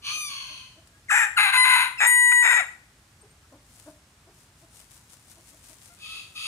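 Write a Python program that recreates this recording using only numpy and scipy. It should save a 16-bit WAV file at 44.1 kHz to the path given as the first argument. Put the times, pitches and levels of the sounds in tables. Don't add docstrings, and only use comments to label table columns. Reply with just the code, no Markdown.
import sys
import numpy as np
from scipy import signal
from scipy.fft import rfft, irfft, next_fast_len
from scipy.io import wavfile

SR = 44100
rng = np.random.default_rng(int(sys.argv[2]) if len(sys.argv) > 2 else 0)


def master_out(mix):
    frames = np.transpose(np.atleast_2d(mix))
    ceiling = np.clip(frames, -1, 1)
    pcm = np.round(ceiling * 32767).astype(np.int16)
    wavfile.write(sys.argv[1], SR, pcm)


N = 285327
TIME = np.arange(N) / SR
CUTOFF_HZ = 15600


def from_db(db):
    return 10 ** (np.asarray(db) / 20)


def rms_one(x):
    return x / np.sqrt(np.mean(x ** 2) + 1e-20)


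def in_time(rows, t):
    s, *columns = np.transpose(rows)
    return [np.interp(t, s, c) for c in columns]


def at_hz(rows, hz):
    points, *columns = np.transpose(rows)
    return [np.interp(np.log(hz + 1e-3), np.log(points), c) for c in columns]


def filtered(x, response):
    size = next_fast_len(x.shape[-1] + 4096)
    spectrum = rfft(x, size) * response(np.fft.rfftfreq(size, 1 / SR))
    return irfft(spectrum, size)[..., :x.shape[-1]]


def drift(rate_hz, size):
    return rms_one(filtered(rng.standard_normal(size), lambda f: 1 / (1 + (f / rate_hz) ** 2)))


def local_rms(x, rate_hz):
    power = filtered(x ** 2, lambda f: np.exp(-(f / rate_hz) ** 2))
    return np.sqrt(np.abs(power) + 1e-12)


def evened(x, rate_hz):
    x = x / local_rms(x, rate_hz).mean(0)
    return x / local_rms(x.mean(0), 14)


# freq_hz, left_lead_rad, left_minus_right_db
PORT_RESPONSE = [(300, 0, 0), (750, .2, 3.5), (1050, .55, 7), (1900, 1.8, 6.5), (2600, 1.6, 4),
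                 (4300, 3.3, -.5), (5300, 4.7, 1), (6600, 6.1, 2), (9000, 6.6, 5), (12500, 6.9, 7.5)]


def ports(f):
    lead_rad, balance_db = at_hz(PORT_RESPONSE, f)
    return (from_db(balance_db) * np.exp(1j * lead_rad)) ** np.array([[.5], [-.5]])


# freq_hz, left_right_likeness (1 = identical)
DIFFUSE_LIKENESS = [(130, 1), (300, 1), (640, 0.96), (1400, 0.13), (3100, 0.066), (7000, 0.33), (15000, 1)]


def diffuse(size):
    def likeness(f):
        return np.clip(at_hz(DIFFUSE_LIKENESS, f)[0], -1, 1)

    mid = filtered(rng.standard_normal(size), lambda f: np.sqrt(1 + likeness(f)))
    side = filtered(rng.standard_normal(size), lambda f: np.sqrt(1 - likeness(f)))
    return np.array([mid + side, mid - side])


def harmonics(turns, pitch_hz, count=24):
    return sum(np.cos(2 * np.pi * k * turns) * (k * pitch_hz < CUTOFF_HZ) for k in range(1, count + 1))


def throat(modes, f):
    detuned = [(f - hz) / (0.52 * width_hz) for hz, width_hz, db in modes]
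    power = sum((from_db(db) / (1 + d ** 2)) ** 2 for (hz, width_hz, db), d in zip(modes, detuned))
    return np.sqrt(power) * np.exp(-2j * sum(np.arctan(d) for d in detuned))


EDGE_HZ = 5100
BEAK_SLOPE = 7.5


def squawk(voice, effort, modes, beak_hz, jitter, doubling, hiss, flutter_db, waver, steady_hz):
    start_s, end_s = effort[0][0], effort[-1][0]
    span = (TIME > start_s - .005) & (TIME < end_s + .03)
    t = TIME[span]
    pitch_hz, rough = in_time(voice, t)
    rough = np.clip(rough, 0, 1)
    level_db, edge_db = in_time(effort, t)
    pitch_hz = pitch_hz * (1 + (0.0004 + waver * rough) * drift(90, len(t)))
    clean = harmonics(np.cumsum(pitch_hz) / SR, pitch_hz)

    turns = np.cumsum(pitch_hz * (1 + jitter * drift(350, len(t)))) / SR
    pulses = rms_one(harmonics(turns, pitch_hz)) * (1 + doubling * np.cos(np.pi * turns))
    breath = hiss * diffuse(len(t)) * (1 + np.cos(2 * np.pi * turns))
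    rasp = (pulses + breath) * from_db(flutter_db * drift(500, len(t)))

    out = np.zeros((2, N))
    for slope, band_db in ((16, level_db), (-16, level_db + edge_db)):
        def colour(f):
            return throat(modes, f) * ports(f) / np.sqrt(1 + ((f + 1) / EDGE_HZ) ** slope)

        tone = evened(filtered(clean, colour), steady_hz)
        noise = evened(filtered(rasp, colour), steady_hz)
        out[:, span] += from_db(band_db) * (np.sqrt(1 - rough ** 2) * tone + rough * noise)
    out[:, span] = filtered(out[:, span], lambda f: 1 / np.sqrt(1 + (beak_hz / (f + 1)) ** BEAK_SLOPE))
    return out * np.interp(TIME, [start_s - .005, start_s, end_s, end_s + 0.023], [0, 1, 1, 0])


ONSET_DB, RELEASE_DB = 26, 24


def envelope(start_s, length_s, attack_s, release_s, fade_db_per_s):
    age_s = np.arange(0, length_s + release_s, .001)
    swell = np.clip(1 - age_s / attack_s, 0, 1) ** 2
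    dying = np.maximum(age_s - length_s, 0) / release_s
    return start_s + age_s, -ONSET_DB * swell - RELEASE_DB * dying - fade_db_per_s * age_s


def ringing(sound, voice, least):
    return sound * np.clip(in_time(voice, TIME)[1], least, 1)


YELP_ROUGH, RASP_ROUGH = 0.24, 0.98
BREAK_S, BREAK_HZ = .005, 815
SAG_HZ_PER_S = 24
DROOP_LEAD_S, DROOP_S = .055, .075
CLEARING_DROOP = .29
SLACK_LOSS_DB, SLACK_DULL_DB = 13, 16.5
OPENING_DULL_DB = 5
LOCK_FLIP_S, FLARE_S = .011, .12
LOCK_GAIN_DB, FLARE_COST = 1.83, .28
# start_s, length_s, roughness (0-1), treble_flare_db
PURE_LOCKS = [(1.572, .071, .16, 4), (1.69, .078, .78, 1), (2.066, .253, .012, 11), (2.327, .1, .025, 1)]


def hen_gesture(start_s, length_s, attack_s, release_s, level_db, fade_db_per_s, edge_db,
                yelp_s, yelp_from_hz, yelp_to_hz, climb_s, held_hz, droop):
    t, shape_db = envelope(start_s, length_s, attack_s, release_s, fade_db_per_s)
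    age_s, broken_s = t - start_s, yelp_s + BREAK_S
    yelp_hz = (yelp_from_hz - yelp_to_hz) * np.clip(1 - age_s / yelp_s, 0, 1) ** 1.3
    course_hz = np.interp(age_s, [yelp_s, broken_s, broken_s + climb_s], [yelp_to_hz, BREAK_HZ, held_hz])
    pitch_hz = yelp_hz + course_hz - SAG_HZ_PER_S * age_s
    slack = droop * np.clip((age_s - length_s + DROOP_LEAD_S) / DROOP_S, 0, 1)
    rough = np.interp(age_s, [yelp_s, broken_s], [YELP_ROUGH, RASP_ROUGH])
    rough = rough / (1 + (slack / CLEARING_DROOP) ** 6)
    for lock_start_s, lock_s, lock_rough, flare_db in PURE_LOCKS:
        inside_s = np.minimum(t - lock_start_s, lock_start_s + lock_s - t)
        locked = np.clip(inside_s / LOCK_FLIP_S + .5, 0, 1)
        rough = rough + locked * (lock_rough - rough)
        flare = flare_db * np.exp(-np.abs(t - lock_start_s) / FLARE_S)
        edge_db = edge_db + locked * flare
        shape_db = shape_db + locked * (LOCK_GAIN_DB - FLARE_COST * flare)
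    edge_db = edge_db - OPENING_DULL_DB * np.exp(-age_s / attack_s) - SLACK_DULL_DB * slack
    voice = np.c_[t, pitch_hz * (1 - slack), rough]
    return voice, np.c_[t, shape_db + level_db - SLACK_LOSS_DB * slack, edge_db]


# start_s, length_s, attack_s, release_s, level_db, fade_db_per_s, edge_db (re body),
# yelp_s, yelp_from_hz, yelp_to_hz, climb_s, held_hz, droop (0-1)
HEN_SQUAWKS = [(1.088, .155, 0.03, 0.058, -20.5, 5, -8.5, 0.021, 2139, 1244, 0.059, 958, 0.18),
               (1.364, 0.14, 0.017, 0.04, -18, 44, -11.5, .014, 1629, 1344, 0.014, 837.4, .1),
               (1.517, 0.31, .025, 0.1, -19.5, 8.5, -10, .012, 1564, 1548, .005, 1019, 0.02),
               (1.979, 0.63, 0.045, .05, -20, 3, -9.5, 0.02, 2761, 2505, 0.06, 980.4, .43)]
HEN_BEAK_CUTS = (600, 713, 721, 580)
# freq_hz, width_hz, level_db
HALF_OPEN_THROAT = [(838, 130, -16), (1755, 580, -5), (1810, 200, -4.5), (2430, 180, -8.5),
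                    (2943, 600, -26.5), (3666, 120, -22), (5740, 880, -31), (6400, 250, -23),
                    (7510, 330, -11.5), (9080, 650, -21), (10200, 650, -32), (11970, 950, -34.5),
                    (14300, 1300, -41)]
# freq_hz, width_hz, level_db
WIDE_OPEN_THROAT = [(970, 300, -9.5), (1550, 620, -5), (2067, 150, 1), (2500, 450, -4), (3280, 810, -20.5),
                    (3952, 490, -10), (4820, 700, -35), (6880, 380, -18.5), (9150, 520, -11),
                    (9910, 500, -17.5), (11150, 1400, -23)]
# freq_hz, width_hz, level_db
STRETCHED_THROAT = [(722.5, 150, -20.5), (845, 680, -23), (1674, 710, -10.5), (1923, 100, 1),
                    (2340, 340, -9), (2860, 900, -31), (3690, 290, -19.5), (5265, 240, -29),
                    (6680, 240, -16), (7500, 140, -9.5), (8855, 205, -14), (9780, 2500, -36),
                    (11780, 110, -25.5), (14300, 1700, -43.5)]


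def near_hen():
    direct, sent = 0, 0
    throats = (HALF_OPEN_THROAT, WIDE_OPEN_THROAT, WIDE_OPEN_THROAT, STRETCHED_THROAT)
    for row, modes, beak_hz in zip(HEN_SQUAWKS, throats, HEN_BEAK_CUTS):
        voice, effort = hen_gesture(*row)
        call = squawk(voice, effort, modes, beak_hz, jitter=.055, doubling=.8, hiss=.2,
                      flutter_db=4.5, waver=.036, steady_hz=130)
        direct = direct + call
        sent = sent + ringing(call, voice, least=.15)
    return direct, sent


RASP_EDGE_DB = -9
CLEAR_GAIN_DB, CLEAR_EDGE_DB = 2.5, 12.5


def thin_gesture(start_s, length_s, attack_s, release_s, level_db, fade_db_per_s, voice):
    t, shape_db = envelope(start_s, length_s, attack_s, release_s, fade_db_per_s)
    clear = 1 - np.clip(in_time(voice, t)[1], 0, 1)
    return voice, np.c_[t, shape_db + level_db + CLEAR_GAIN_DB * clear, RASP_EDGE_DB + CLEAR_EDGE_DB * clear]


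# start_s, length_s, attack_s, release_s, level_db, fade_db_per_s
THIN_BIRD_CALLS = [(0.023, 0.58, 0.052, .28, -37, 30), (5.969, .22, 0.097, .12, -48.5, 2),
                   (6.347, .124, 0.016, .1, -47, -48)]
# time_s, pitch_hz, roughness (0-1)
WAIL_COURSE = [(.085, 1160, 1), (.12, 1230, .65), (.15, 1228, .35), (.185, 1238, .14), (.23, 1203, .06),
               (.275, 1166, .15), (.30, 1136, .8), (.48, 1051, .95), (.78, 1006, .87)]
# freq_hz, width_hz, level_db
WAIL_MODES = [(1119, 350, -11.5), (1507, 480, -15), (2530, 270, 0.5), (3060, 670, 0), (4365, 420, 2),
              (6240, 860, -2.5), (7020, 1900, -32), (9370, 910, -4.5), (12500, 1800, -19)]
# freq_hz, width_hz, level_db
SHORT_MODES = [(1176, 235, -8.5), (2570, 440, -0.5), (3350, 730, 1.5), (4560, 520, -1), (6740, 1100, -10.5),
               (9550, 1350, -9.5), (12500, 1600, -23)]
SHORT_FROM_HZ, SHORT_FROM_ROUGH = 1262, 0.84
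SHORT_TO_HZ, SHORT_TO_ROUGH = 1315, 0.8
THIN_BEAK_HZ = 696


def thin_bird():
    direct, sent = 0, 0
    courses = [WAIL_COURSE]
    for start_s, length_s, *rest in THIN_BIRD_CALLS[1:]:
        courses.append([(start_s, SHORT_FROM_HZ, SHORT_FROM_ROUGH),
                        (start_s + length_s, SHORT_TO_HZ, SHORT_TO_ROUGH)])
    for row, course, modes in zip(THIN_BIRD_CALLS, courses, (WAIL_MODES, SHORT_MODES, SHORT_MODES)):
        voice, effort = thin_gesture(*row, course)
        call = squawk(voice, effort, modes, THIN_BEAK_HZ, jitter=0.058, doubling=0.75, hiss=.38,
                      flutter_db=3.5, waver=0.016, steady_hz=45)
        direct = direct + call
        sent = sent + ringing(call, voice, least=.45)
    return direct, sent


def short_notes(notes, modes, rise, jitter):
    out = np.zeros(N)
    for start_s, length_s, hz, db in notes:
        span = (TIME >= start_s) & (TIME < start_s + length_s)
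        along = (TIME[span] - start_s) / length_s
        pitch_hz = hz * (1 + rise * (along - .5) + jitter * drift(130, len(along)))
        pulses = harmonics(np.cumsum(pitch_hz) / SR, pitch_hz, count=6)
        note = filtered(pulses, lambda f: throat(modes, f))
        out[span] += from_db(db) * rms_one(note) * np.sin(np.pi * along)
    return filtered(out, ports)


# start_s, pitch_hz, level_db
SOFT_CLUCKS = [(0.144, 325.3, -60.5), (.49, 314, -59), (.755, 338, -58), (3.222, 414, -56),
               (3.512, 285.4, -50.5), (3.856, 317.8, -45.5), (4.265, 384, -56), (4.612, 324, -59.5),
               (5.362, 337, -60.5), (5.51, 303, -60.5), (5.685, 308.6, -60.5)]
# freq_hz, width_hz, level_db
CLUCK_MODES = [(356, 440, -7.5), (647, 87, -2), (1010, 270, -16), (1477, 190, -20)]
CLUCK_S = 0.053


def soft_clucks():
    notes = [(start_s, CLUCK_S, hz, db) for start_s, hz, db in SOFT_CLUCKS]
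    return short_notes(notes, CLUCK_MODES, rise=0.11, jitter=0.075)


# start_s, length_s, pitch_hz, level_db
FAR_CHEEPS = [(.92, 0.083, 1650, -64), (3.21, .016, 8600, -53), (3.30, .025, 8600, -62),
              (3.42, .045, 1331, -65.5), (5.885, 0.064, 698, -58)]
# freq_hz, width_hz, level_db
CHEEP_MODES = [(702, 250, -6.5), (1468, 1400, -4), (8810, 380, -1)]


def far_cheeps():
    return short_notes(FAR_CHEEPS, CHEEP_MODES, rise=.02, jitter=.008)


# peak_s, length_s, level_db (before rustle_db)
SOIL_SHUFFLES = [(3.805, 0.24, -53), (4.40, .14, -58), (4.61, 0.085, -60.5), (4.78, 0.11, -50.5),
                 (4.95, 0.095, -54), (5.13, 0.057, -53.5), (5.307, 0.053, -54), (5.488, .06, -57),
                 (5.69, 0.11, -53), (5.85, .08, -56.5)]
# freq_hz, density_db (per Hz)
FEATHER_COLOUR = [(500, -5.5), (1200, -6), (2400, -5), (4500, -1.5), (7000, 1), (9300, 2), (13400, -10.5),
                  (15700, -12)]
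# start_s, peak_db (before grit_db)
FLICKED_GRIT = [(0.8727, -36.5), (3.5243, -43), (4.9143, -40.5), (5.3136, -36), (5.875, -39)]
ROLL_START_S, ROLL_RISE_S, ROLL_DB = 4.5, 1, -59
CRUMBS_PER_S, CRUMB_DB = 45, 26


def dust_bath(grain_db, rustle_db, grit_db):
    strokes = sum(from_db(db + rustle_db) * np.exp(-(2 * (TIME - peak_s) / length_s) ** 2)
                  for peak_s, length_s, db in SOIL_SHUFFLES)
    rolling = from_db(ROLL_DB) * np.clip((TIME - ROLL_START_S) / ROLL_RISE_S, 0, 1)
    ticks = sum(from_db(db + grit_db) * np.exp(-np.abs(TIME - start_s) / 0.0068) * (TIME >= start_s)
                for start_s, db in FLICKED_GRIT)
    crumbs = (rng.random(N) < CRUMBS_PER_S / SR) * from_db(CRUMB_DB) * rng.standard_normal((2, N))
    clumps = diffuse(N) * from_db(grain_db * drift(300, N))
    grains = filtered(clumps + crumbs, lambda f: from_db(at_hz(FEATHER_COLOUR, f)[0]) * ports(f))
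    return rms_one(grains) * (strokes + rolling + ticks) * from_db([[1.2], [-1.2]])


YARD_T60_S = 0.28


def yard(x, dull_hz, first_s, bright_db, bright_t60_s, late_db, late_t60_s):
    t = TIME[:SR]
    dull = filtered(diffuse(SR), lambda f: 1 / (1 + (f / dull_hz) ** 2))
    dull_decay = from_db(-60 * t / YARD_T60_S) + from_db(late_db - 60 * t / late_t60_s)
    bright = diffuse(SR) * from_db(bright_db - 60 * t / bright_t60_s)
    tail = (dull * dull_decay + bright) * (t > first_s)
    tail = tail / np.sqrt(np.sum(tail ** 2) / 2)
    return signal.fftconvolve(x, tail, axes=1)[:, :N]


# freq_hz, density_db (per Hz)
AIR_COLOUR = [(15, -55.5), (25, -36), (48, -1), (119, -1.5), (189, -9.5), (228, -10), (332, -14.5),
              (472, -19), (570, -18), (1210, -16.5), (1500, -16.5), (1970, -18), (3370, -21), (8670, -22.5),
              (15700, -38.5)]
AIR_DB = -57.5


def open_air():
    return from_db(AIR_DB) * rms_one(filtered(diffuse(N), lambda f: from_db(at_hz(AIR_COLOUR, f)[0])))


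def scene():
    hen, hen_sent = near_hen()
    thin, thin_sent = thin_bird()
    flock = soft_clucks() + far_cheeps()
    sent = from_db(-7.5) * hen_sent + from_db(2.5) * thin_sent + from_db(-10) * flock
    echoes = yard(sent, dull_hz=3900, first_s=0.0057, bright_db=1.5, bright_t60_s=0.42,
                  late_db=-25.5, late_t60_s=1.0)
    soil = dust_bath(grain_db=2.5, rustle_db=-1.5, grit_db=-15)
    return hen + thin + flock + soil + echoes + open_air()


def record(dry):
    return filtered(dry, lambda f: 1 / np.sqrt(1 + (f / CUTOFF_HZ) ** 300))


dry = scene()
out = record(dry)
master_out(out)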